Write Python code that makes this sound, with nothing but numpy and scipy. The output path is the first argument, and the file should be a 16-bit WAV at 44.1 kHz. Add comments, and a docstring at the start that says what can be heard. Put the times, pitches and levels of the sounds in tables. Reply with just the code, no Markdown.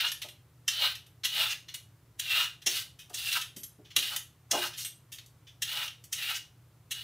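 """A swivel peeler strips a firm green fruit over a board, an arm's length from a two-port microphone.
The blade lands with a clatter, then sticks and slips through the skin, ringing the plastic frame while
cells burst in a fine hiss and the flesh crunches; set free, the blade ticks and rings.
Fruit, hand and falling peel knock dully. The place is a small, live, tiled kitchen; a fridge hums."""
import sys
import numpy as np
from scipy import signal
from scipy.fft import rfft, irfft, next_fast_len
from scipy.io import wavfile
from scipy.ndimage import uniform_filter1d, map_coordinates

SR = 44100
rng = np.random.default_rng(int(sys.argv[2]) if len(sys.argv) > 2 else 0)


def dump_mix(stems):
    """Bounce the given channels to the path in sys.argv[1] as a 16-bit WAV at rate SR."""
    frames = np.atleast_2d(stems).T  # one column per channel
    limited = np.clip(frames, -1, 1)  # hard clip at full scale
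    pcm = np.round(limited * 32767).astype(np.int16)
    wavfile.write(sys.argv[1], SR, pcm)


N = 310023
T = np.arange(N) / SR

# resonances of the plastic frame: (frequency [Hz], width [Hz], level [dB])
FRAME_MODES = [(1863, 283, -10.5), (2510, 120, -5.5), (2744, 104, 0), (2891, 138, 3), (3342, 130, -3.5),
               (3520, 156, -2), (3768, 294, -2.5), (4240, 300, -6), (5620, 500, -21)]
# steel blade pressed on the fruit: (frequency [Hz], width [Hz], level [dB])
STEEL_MODES = [(5554, 820, 3.5), (6630, 390, -4.5), (6390, 870, -1)]
# spectrum of bursting cells: (frequency [Hz], level [dB])
CELL_SPECTRUM = [(2000, -22), (4500, 5.5), (5700, -1.5), (7200, -4), (9500, -0.5), (12000, -2.5),
                 (14500, -4.5), (16000, -0.5)]
# strokes over the board: (start [s], deepest bite [s], end [s], rasp at the bite [dB],
# swell up to the bite [dB], upper frame modes re lower [dB], cell hiss [dB], exit scrape [dB])
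STROKES = [(-.1, 0.022, .105, -28.5, -33, -1, -41.5, -42), (.715, 0.828, .925, -28, 8.5, -1.5, -42, -62),
           (1.29, 1.396, 1.531, -29.5, 14, -4.5, -41.5, -42),
           (2.222, 2.378, 2.46, -26.5, 15.5, -8.5, -39.5, -44),
           (2.696, 2.797, 2.825, -34.5, 2, -11, -39, -48),
           (3.151, 3.362, 3.41, -32.5, 13.5, -7, -38.5, -42),
           (3.987, 4.118, 4.155, -36, -1.5, -9, -43, -56), (4.54, 4.638, 4.685, -31.5, 9, -12, -39, -41),
           (4.786, 4.815, 4.85, -46.5, 3, 0, -42.5, -44), (5.648, 5.803, 5.865, -29.5, 13.5, -13, -40, -51),
           (6.152, 6.318, 6.38, -31.5, 8.5, -18, -42.5, -37.5),
           (6.928, 7.14, 7.23, -33.5, 15.5, -8, -46.5, -46)]
def peeling(rise_s=.027, release_s=.009, puff_s=.0038, split_hz=3400, tilt_db_per_s=51):
    """Slips shake the frame, the steel and the fruit; each lets go a puff of bursting cells."""
    slip = stick_slip(typical_hz=560, jitter=.48, scatter_db=1)
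    force = unit(slip) + unit(grains(N, rate=5000, scatter_db=2.5))
    puffs = signal.lfilter([1], [1, -np.exp(-1 / (puff_s * SR))], slip)
    bursts = grains(N, rate=16000, scatter_db=5.5) * np.sqrt(puffs)
    steel, flesh = unit(resonate(force, STEEL_MODES)), unit(resonate(force, FLESH_MODES))
    hiss = unit(colour(bursts, CELL_SPECTRUM)) + undb(-13) * steel
    spray = unit(colour(bursts, [(5750, -35), (11500, -4), (23000, 0)]))  # the finest fizz
    crossover = [signal.butter(4, split_hz, side, fs=SR, output="sos") for side in ("low", "high")]
    out = crunches(force)
    for start, bite, end, rasp_db, swell_db, upper_db, hiss_db, scrape_db in STROKES:
        span = slice(max(int((start - rise_s) * SR), 0), int((end + release_s) * SR))
        t = T[span]
        contact = np.clip(np.minimum((t - start) / rise_s, (end - t) / release_s) + 1, 0, 1)
        push_db = hand_pressure(t, start, bite, end, swell_db)
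        grip = 1 + .018 * rng.standard_normal()  # each new grip retunes the frame
        shake = flex(resonate(force[span], FRAME_MODES, grip), depth=.012)
        lower, upper = (unit(signal.sosfilt(sos, shake)) for sos in crossover)
        # the blade tilts as it travels, so the upper modes give way to the lower
        edge = undb(upper_db - tilt_db_per_s * (t - bite))
        frame = (lower + edge * upper) / np.hypot(1, edge)
        rasp = undb(-2) * frame + undb(-17) * flesh[span] + undb(-15) * spray[span]
        fizz = undb(hiss_db + 4.5 + .79 * push_db) * hiss[span]
        exit_scrape = undb(scrape_db) * bell(t, centre=end - .021, width=.015) * steel[span]
        out[span] += contact * (undb(rasp_db + push_db) * rasp + fizz + exit_scrape)
    return out * undb(2 * wander(N, rate=50))  # the level flickers


def stick_slip(typical_hz, jitter, scatter_db):
    """The edge loads up and lets go at uneven steps; a longer stick gives a bigger slip."""
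    chance = rng.standard_normal((N // 20, 2))
    sticks = np.exp(jitter * chance[:, 0])
    sizes = sticks * undb(scatter_db * chance[:, 1])
    at = (np.cumsum(sticks) * SR / typical_hz).astype(int)
    return np.bincount(at[at < N], sizes[at < N], N)


def hand_pressure(t, start, bite, end, swell_db, ease_db=10.5):
    """The push of the hand, in dB, builds to the deepest bite, then eases off ever faster."""
    before = np.clip((bite - t) / (bite - start), 0, 1)
    after = np.clip((t - bite) / max(end - bite, .01), 0, 1)
    return -swell_db * before ** 1.17 - ease_db * after ** 1.6


def flex(x, depth):
    """The frame flexes, so its pitch wanders by a small share."""
    at = np.cumsum(1 + depth * wander(len(x), rate=14))
    return map_coordinates(x, [at], order=3, mode="mirror")


# resonances of the fruit and its strip of peel: (frequency [Hz], width [Hz], level [dB])
FLESH_MODES = [(598, 80, -7.5), (846, 90, -5.5), (995, 110, -6.5), (1301, 130, 3), (1590, 130, 5),
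               (2160, 170, -3)]
# the blade digs in: (time [s], half-width [s], level [dB], centre [Hz], glide [octaves/s])
CRUNCHES = [(.045, 0.02, -33.5, 1135, -0.5), (0.847, 0.045, -40.5, 900, 13), (1.432, 0.054, -43.5, 940, 8),
            (2.398, .055, -39, 1275, 3), (2.78, 0.062, -57, 1410, -8), (3.371, 0.019, -34.5, 1240, -24),
            (4.128, 0.024, -42, 980, -1), (4.565, 0.034, -34.5, 700, -3), (4.644, 0.026, -34.5, 1150, -20),
            (5.796, 0.056, -40.5, 960, 2.5), (6.314, 0.025, -42, 1060, -3)]
def crunches(force, gain_db=-2, focus_octaves=.43):
    """A deep cut shakes the fruit; the place of the blade decides which flesh modes it drives."""
    modes = np.array([(-1) ** k * unit(resonate(force, [mode])) for k, mode in enumerate(FLESH_MODES)])
    out = np.zeros(N)
    for time, width, level_db, centre_hz, glide in CRUNCHES:
        span = slice(max(int((time - 2 * width) * SR), 0), int((time + 2 * width) * SR))
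        centre = centre_hz * 2 ** (glide * (T[span] - time))
        drive = undb([db - 3 * (np.log2(hz / centre) / focus_octaves) ** 2 for hz, _, db in FLESH_MODES])
        flesh = (drive * modes[:, span]).sum(0) / np.linalg.norm(drive, axis=0)
        out[span] += undb(level_db + gain_db) * bell(T[span], time, width) * flesh
    return out


# the blade meets the skin: (time [s], frame [dB], steel [dB], crack of the skin [dB], clatter [s])
LANDINGS = [(0.678, -27.0, -26.5, -47, 0.0096), (1.244, -27, -40, -32, 0.014),
            (2.193, -34, -38.5, -34.5, 0.0087), (2.6607, -27.5, -24.5, -34, 0.015),
            (3.141, -40, -38.5, -40, 0.0096), (3.9628, -22.5, -28.5, -27.5, 0.0047),
            (4.509, -30, -24, -40, 0.014), (5.619, -31, -33.5, -33.5, 0.013),
            (6.124, -36.5, -34.5, -33, 0.011), (6.908, -34, -37.5, -38.5, 0.017)]
def landings(attack_s=.013, graze_s=.004):
    """The blade grazes the skin, then chatters against its stops and cracks it in a run of clicks."""
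    lead = SR // 50
    out, t = np.zeros(N), T[:SR // 8] - lead / SR
    after = np.maximum(t, 0)
    for time, frame_db, steel_db, crack_db, length in LANDINGS:
        graze = undb(-66 - frame_db) * np.exp(-abs(t) / graze_s)  # faint however hard the blow
        press = graze + (1 - np.exp(-after / attack_s)) * np.exp(-(after / length) ** 2)
        clatter = grains(len(t), rate=8300, scatter_db=3.5) * press
        seat = 1 + .022 * rng.standard_normal()  # the blade seats a little differently each time
        frame = unit(resonate(clatter, FRAME_MODES, seat)) + unit(colour(clatter, TICK_SPECTRUM))
        steel = resonate(clatter, STEEL_MODES, seat)
        crack = colour(clatter, CELL_SPECTRUM)
        parts = (frame, frame_db + 1), (steel, steel_db), (crack, crack_db)
        add(out, time + t[0], sum(undb(db) * x / np.std(x[lead:2 * lead]) for x, db in parts))
    return out


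# dry tick of the frame: (frequency [Hz], level [dB])
TICK_SPECTRUM = [(300, -36.5), (900, -15), (1800, -5.5), (2400, -0.5), (3200, 10), (4500, -1.5),
                 (6000, 1.5), (8000, -15)]
# steel blade ringing free: (frequency [Hz], level [dB], t60 [s])
BLADE_MODES = [(8240, -7, .06), (9645, -6, 0.102), (11650, -3.5, .085), (12100, -6, 0.035),
               (15100, -11, .09)]
# the loose blade in its pivots: (time [s], frame [dB], steel [dB], freedom to ring [0-1], rattle [s])
TICKS = [(0.1171, -37, -41.5, 0.4, 0.0054), (.217, -38, -46.5, 0, 0.016), (0.286, -49, -60, 0.64, 0.0061),
         (.951, -44.5, -51.5, .1, .01), (1.063, -62, -69, 0.85, 0.0096), (1.235, -33.5, -82, 0, 0.024),
         (1.683, -45.5, -80, 0, 0.02), (1.741, -42, -44, 0.27, 0.01), (2.618, -51.5, -63, 0.3, 0.013),
         (2.989, -50, -55, 0.1, 0.023), (3.096, -60, -57, 0.1, .011), (3.412, -37, -42.5, 0, 0.012),
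         (3.563, -51.5, -49, 0.6, 0.015), (3.6325, -51.5, -44.5, 0.6, 0.01), (3.847, -58, -87, 0.1, 0.027),
         (3.904, -51, -85, 0, 0.017), (3.99, -38, -40, 0, 0.0043), (4.162, -35.5, -35.5, 0.1, 0.0053),
         (4.733, -46, -70, 0.07, 0.018), (4.776, -42, -41, 0.09, 0.029), (4.847, -41, -42.5, 0.77, 0.0097),
         (5.119, -46.5, -46, 0, 0.021), (5.184, -47.5, -63.5, 0.1, 0.0087), (5.261, -72, -61, 0.3, 0.0051),
         (5.469, -54.5, -88.5, 0, 0.025), (5.879, -41.5, -63, 0, 0.0044), (6.039, -61.5, -53.5, 0.2, 0.011)]
def ticks(hollow=.49):
    """The freed blade snaps over, rattles briefly in its frame and rings."""
    out, t = np.zeros(N), T[:SR // 3]
    snap = .58 * signal.unit_impulse(len(t))
    for time, frame_db, steel_db, freedom, length in TICKS:
        envelope = (1 - np.exp(-t / (.15 * length))) * np.exp(-t / length)
        rattle = snap + grains(len(t), rate=4100, scatter_db=1.5) * envelope
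        shell = resonate(rattle, FRAME_MODES, shift=1.02 + .052 * rng.standard_normal())
        frame = unit_onset(unit_onset(colour(rattle, TICK_SPECTRUM)) + hollow * unit_onset(shell))
        steel = unit_onset(colour(rattle, CELL_SPECTRUM))
        steel += .5 * unit_onset(resonate(rattle, STEEL_MODES))
        ping = freedom * unit_onset(ring(rattle, BLADE_MODES))
        add(out, time, undb(frame_db + 1) * frame + undb(steel_db + 1) * steel + undb(steel_db + 6) * ping)
    return out


# body of a knock: (frequency [Hz], level [dB], t60 [s])
KNOCK_MODES = [(169, -12, 0.34), (244, -6, .045), (281, -1, .11), (356.4, -4.5, .22), (422, -6, 0.15),
               (544, -9.5, .08), (597, -3, .15), (701, 1, .08), (790, -4.5, .08), (910, -11, .1),
               (1267, -.5, .086)]
# fruit, hand and falling peel: (time [s], level [dB], centre [Hz])
KNOCKS = [(0.244, -50.5, 596), (2.664, -43.5, 470), (3.1, -53, 600), (3.562, -50, 163), (3.58, -66.5, 262),
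          (3.788, -53, 234), (3.964, -48, 400), (3.988, -57, 400), (4.513, -45.5, 450), (4.53, -34, 764),
          (4.539, -32.5, 520), (4.556, -45.5, 570)]
def knocks(gain_db=-1, focus_octaves=.89, flop_s=.011, attack_s=.003):
    """Soft blows: the contact picks out the modes around its centre, with a damp flop on top."""
    out, t = np.zeros(N), T[:SR // 2]
    push = 1 - np.exp(-t / attack_s)
    for time, level_db, hz in KNOCKS:
        modes = [(f, db - 3 * (np.log2(f / hz) / focus_octaves) ** 2, t60) for f, db, t60 in KNOCK_MODES]
        body = unit_onset(push * ring(signal.unit_impulse(len(t)), modes))
        slap = push * rng.standard_normal(len(t)) * np.exp(-t / flop_s)
        flop = colour(slap, [(hz / 8, -40), (hz / 2, -7), (hz, 0), (hz * 2, -7), (hz * 8, -45)])
        add(out, time, undb(level_db + gain_db) * unit_onset(body + unit_onset(flop)))
    return out


def kitchen(dry):
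    """The hands keep moving, so every seventh of a second the sound takes new paths to the walls."""
    out, hop = np.zeros(N), SR // 7
    padded, fade = np.pad(dry, (hop, 2 * hop)), np.hanning(2 * hop)
    for i in range(0, N + hop, hop):
        add(out, (i - hop + .5) / SR, signal.fftconvolve(padded[i:i + 2 * hop] * fade, echoes()))
    return out


# decay of the tiled kitchen: (frequency [Hz], t60 [s])
ROOM_DECAY = [(200, 0.37), (800, 0.25), (2800, 0.29), (6000, 0.28), (11000, 0.28), (16000, 0.2)]
def echoes(tail_db=-4, early_db=-8, early_s=.008):
    """Board to microphone: the direct sound, quick answers from counter and tiles, a diffuse tail."""
    t = T[:SR // 2]
    hz, times, spectra = signal.stft(rng.standard_normal(len(t)), SR, nperseg=256)
    decay = undb(-60 * times / along(hz, ROOM_DECAY)[:, None])
    tail = signal.istft(spectra * decay, SR)[1][:len(t)] * (t > .005)
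    early = grains(len(t), rate=1500, scatter_db=5) * np.exp(-t / early_s) * (t > .0015)
    response = signal.unit_impulse(len(t)) + undb(tail_db) * tail / np.linalg.norm(tail)
    response += undb(early_db) * early / np.linalg.norm(early)
    return response / np.linalg.norm(response)


# the fridge as heard at the microphone: (frequency [Hz], rms level [dB])
HUM_TONES = [(119.6, -64), (155, -71)]
def fridge():
    """A fridge hums on two low tones that drift slightly in phase."""
    return sum(undb(db) * np.sqrt(2) * np.sin(2 * np.pi * hz * T + .39 * wander(N, rate=1.3))
               for hz, db in HUM_TONES)


# room tone of the house: (frequency [Hz], level [dB])
ROOM_TONE = [(15, -65.5), (25, -44.5), (55, -16), (86, -9.5), (119, -6), (227, -26.5), (297, -21.5),
             (482, -27.5), (537, -29), (945, -31), (1170, -30.5), (1410, -32.5), (1850, -35), (5140, -42),
             (15500, -43)]
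def room_tone(level_db=-61.5):
    """The low rumble and faint hiss of the house."""
    return undb(level_db) * unit(colour(rng.standard_normal(N), ROOM_TONE))


def undb(db):
    """Decibels to gain."""
    return 10 ** (np.asarray(db) / 20)


def unit(x):
    """Scale to rms 1."""
    return x / np.sqrt(np.mean(x ** 2) + 1e-20)


def unit_onset(x):
    """Scale a short sound to rms 1 over its first 25 ms."""
    return x / np.sqrt(np.mean(x[:SR // 40] ** 2) + 1e-20)


def add(out, time, x):
    """Mix x into out at a time in seconds."""
    i = int(time * SR)
    x = x[max(-i, 0):max(N - i, 0)]
    out[max(i, 0):max(i, 0) + len(x)] += x


def along(hz, points):
    """Read (Hz, value) points on a log-frequency axis."""
    freqs, values = np.transpose(points)
    return np.interp(np.log(hz + 1), np.log(freqs), values)


def colour(x, points):
    """Causal filter with the given (Hz, dB) response."""
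    n = 2 * next_fast_len(len(x))
    cepstrum = irfft(np.log(undb(along(np.fft.rfftfreq(n, 1 / SR), points))))
    cepstrum[1:n // 2] *= 2  # fold to minimum phase
    cepstrum[n // 2 + 1:] = 0
    return irfft(rfft(x, n) * np.exp(rfft(cepstrum)))[:len(x)]


def resonate(x, modes, shift=1):
    """Drive (Hz, width, dB) modes of alternating sign; a small body radiates little below the lowest."""
    y = 0
    for k, (hz, width, db) in enumerate(modes):
        b, a = signal.iirpeak(min(hz * shift, SR / 2.2), hz / width, fs=SR)
        y = y + (-1) ** k * undb(db) * signal.lfilter(b, a, x)
    return signal.sosfilt(signal.butter(3, modes[0][0] * .75, "high", fs=SR, output="sos"), y)


def ring(x, modes):
    """Drive freely decaying (Hz, dB, t60) modes."""
    t = T[:len(x)]
    tone = sum(undb(db) * np.sin(2 * np.pi * hz * t) * undb(-60 * t / t60) for hz, db, t60 in modes)
    return signal.fftconvolve(x, tone)[:len(x)]


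def wander(n, rate):
    """Smooth random drift, spread near 1, with rate turns a second."""
    hold = max(int(SR / rate), 1)
    return np.sqrt(2) * uniform_filter1d(np.repeat(rng.standard_normal(n // hold + 1), hold), hold)[:n]


def grains(n, rate, scatter_db):
    """Tiny clicks of uneven size at random moments, about rate a second."""
    return (rng.random(n) < rate / SR) * rng.choice([-1, 1], n) * undb(scatter_db * rng.standard_normal(n))


def bell(t, centre, width):
    """A smooth rise and fall around a moment."""
    return np.exp(-((t - centre) / width) ** 2)


def scene():
    """The board is dead centre, an arm's length away, with fridge and room tone behind it."""
    mid = kitchen(peeling() + landings() + ticks() + knocks()) + fridge() + room_tone()
    return np.array([mid, mid])


# cavity resonances in which the microphone ports differ: (frequency [Hz], width [Hz], level [dB])
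PORT_MODES = [(1860, 130, -8.5), (9800, 180, -9.5)]
def record(dry, self_noise_db=-76, ceiling=.64, top_hz=15550):
    """Two close ports, each with its own colour and faint hiss; peaks are rounded and the top is cut."""
    side = sum((-1) ** k * undb(db) * signal.lfilter(*signal.iirpeak(hz, hz / width, fs=SR), dry.mean(0))
               for k, (hz, width, db) in enumerate(PORT_MODES))
    heard = dry + np.array([side, -side]) + undb(self_noise_db) * rng.standard_normal((2, N))
    heard = ceiling * np.tanh(heard / ceiling)
    return signal.sosfilt(signal.ellip(10, .2, 70, top_hz, fs=SR, output="sos"), heard)


dry = scene()
out = record(dry)
dump_mix(out)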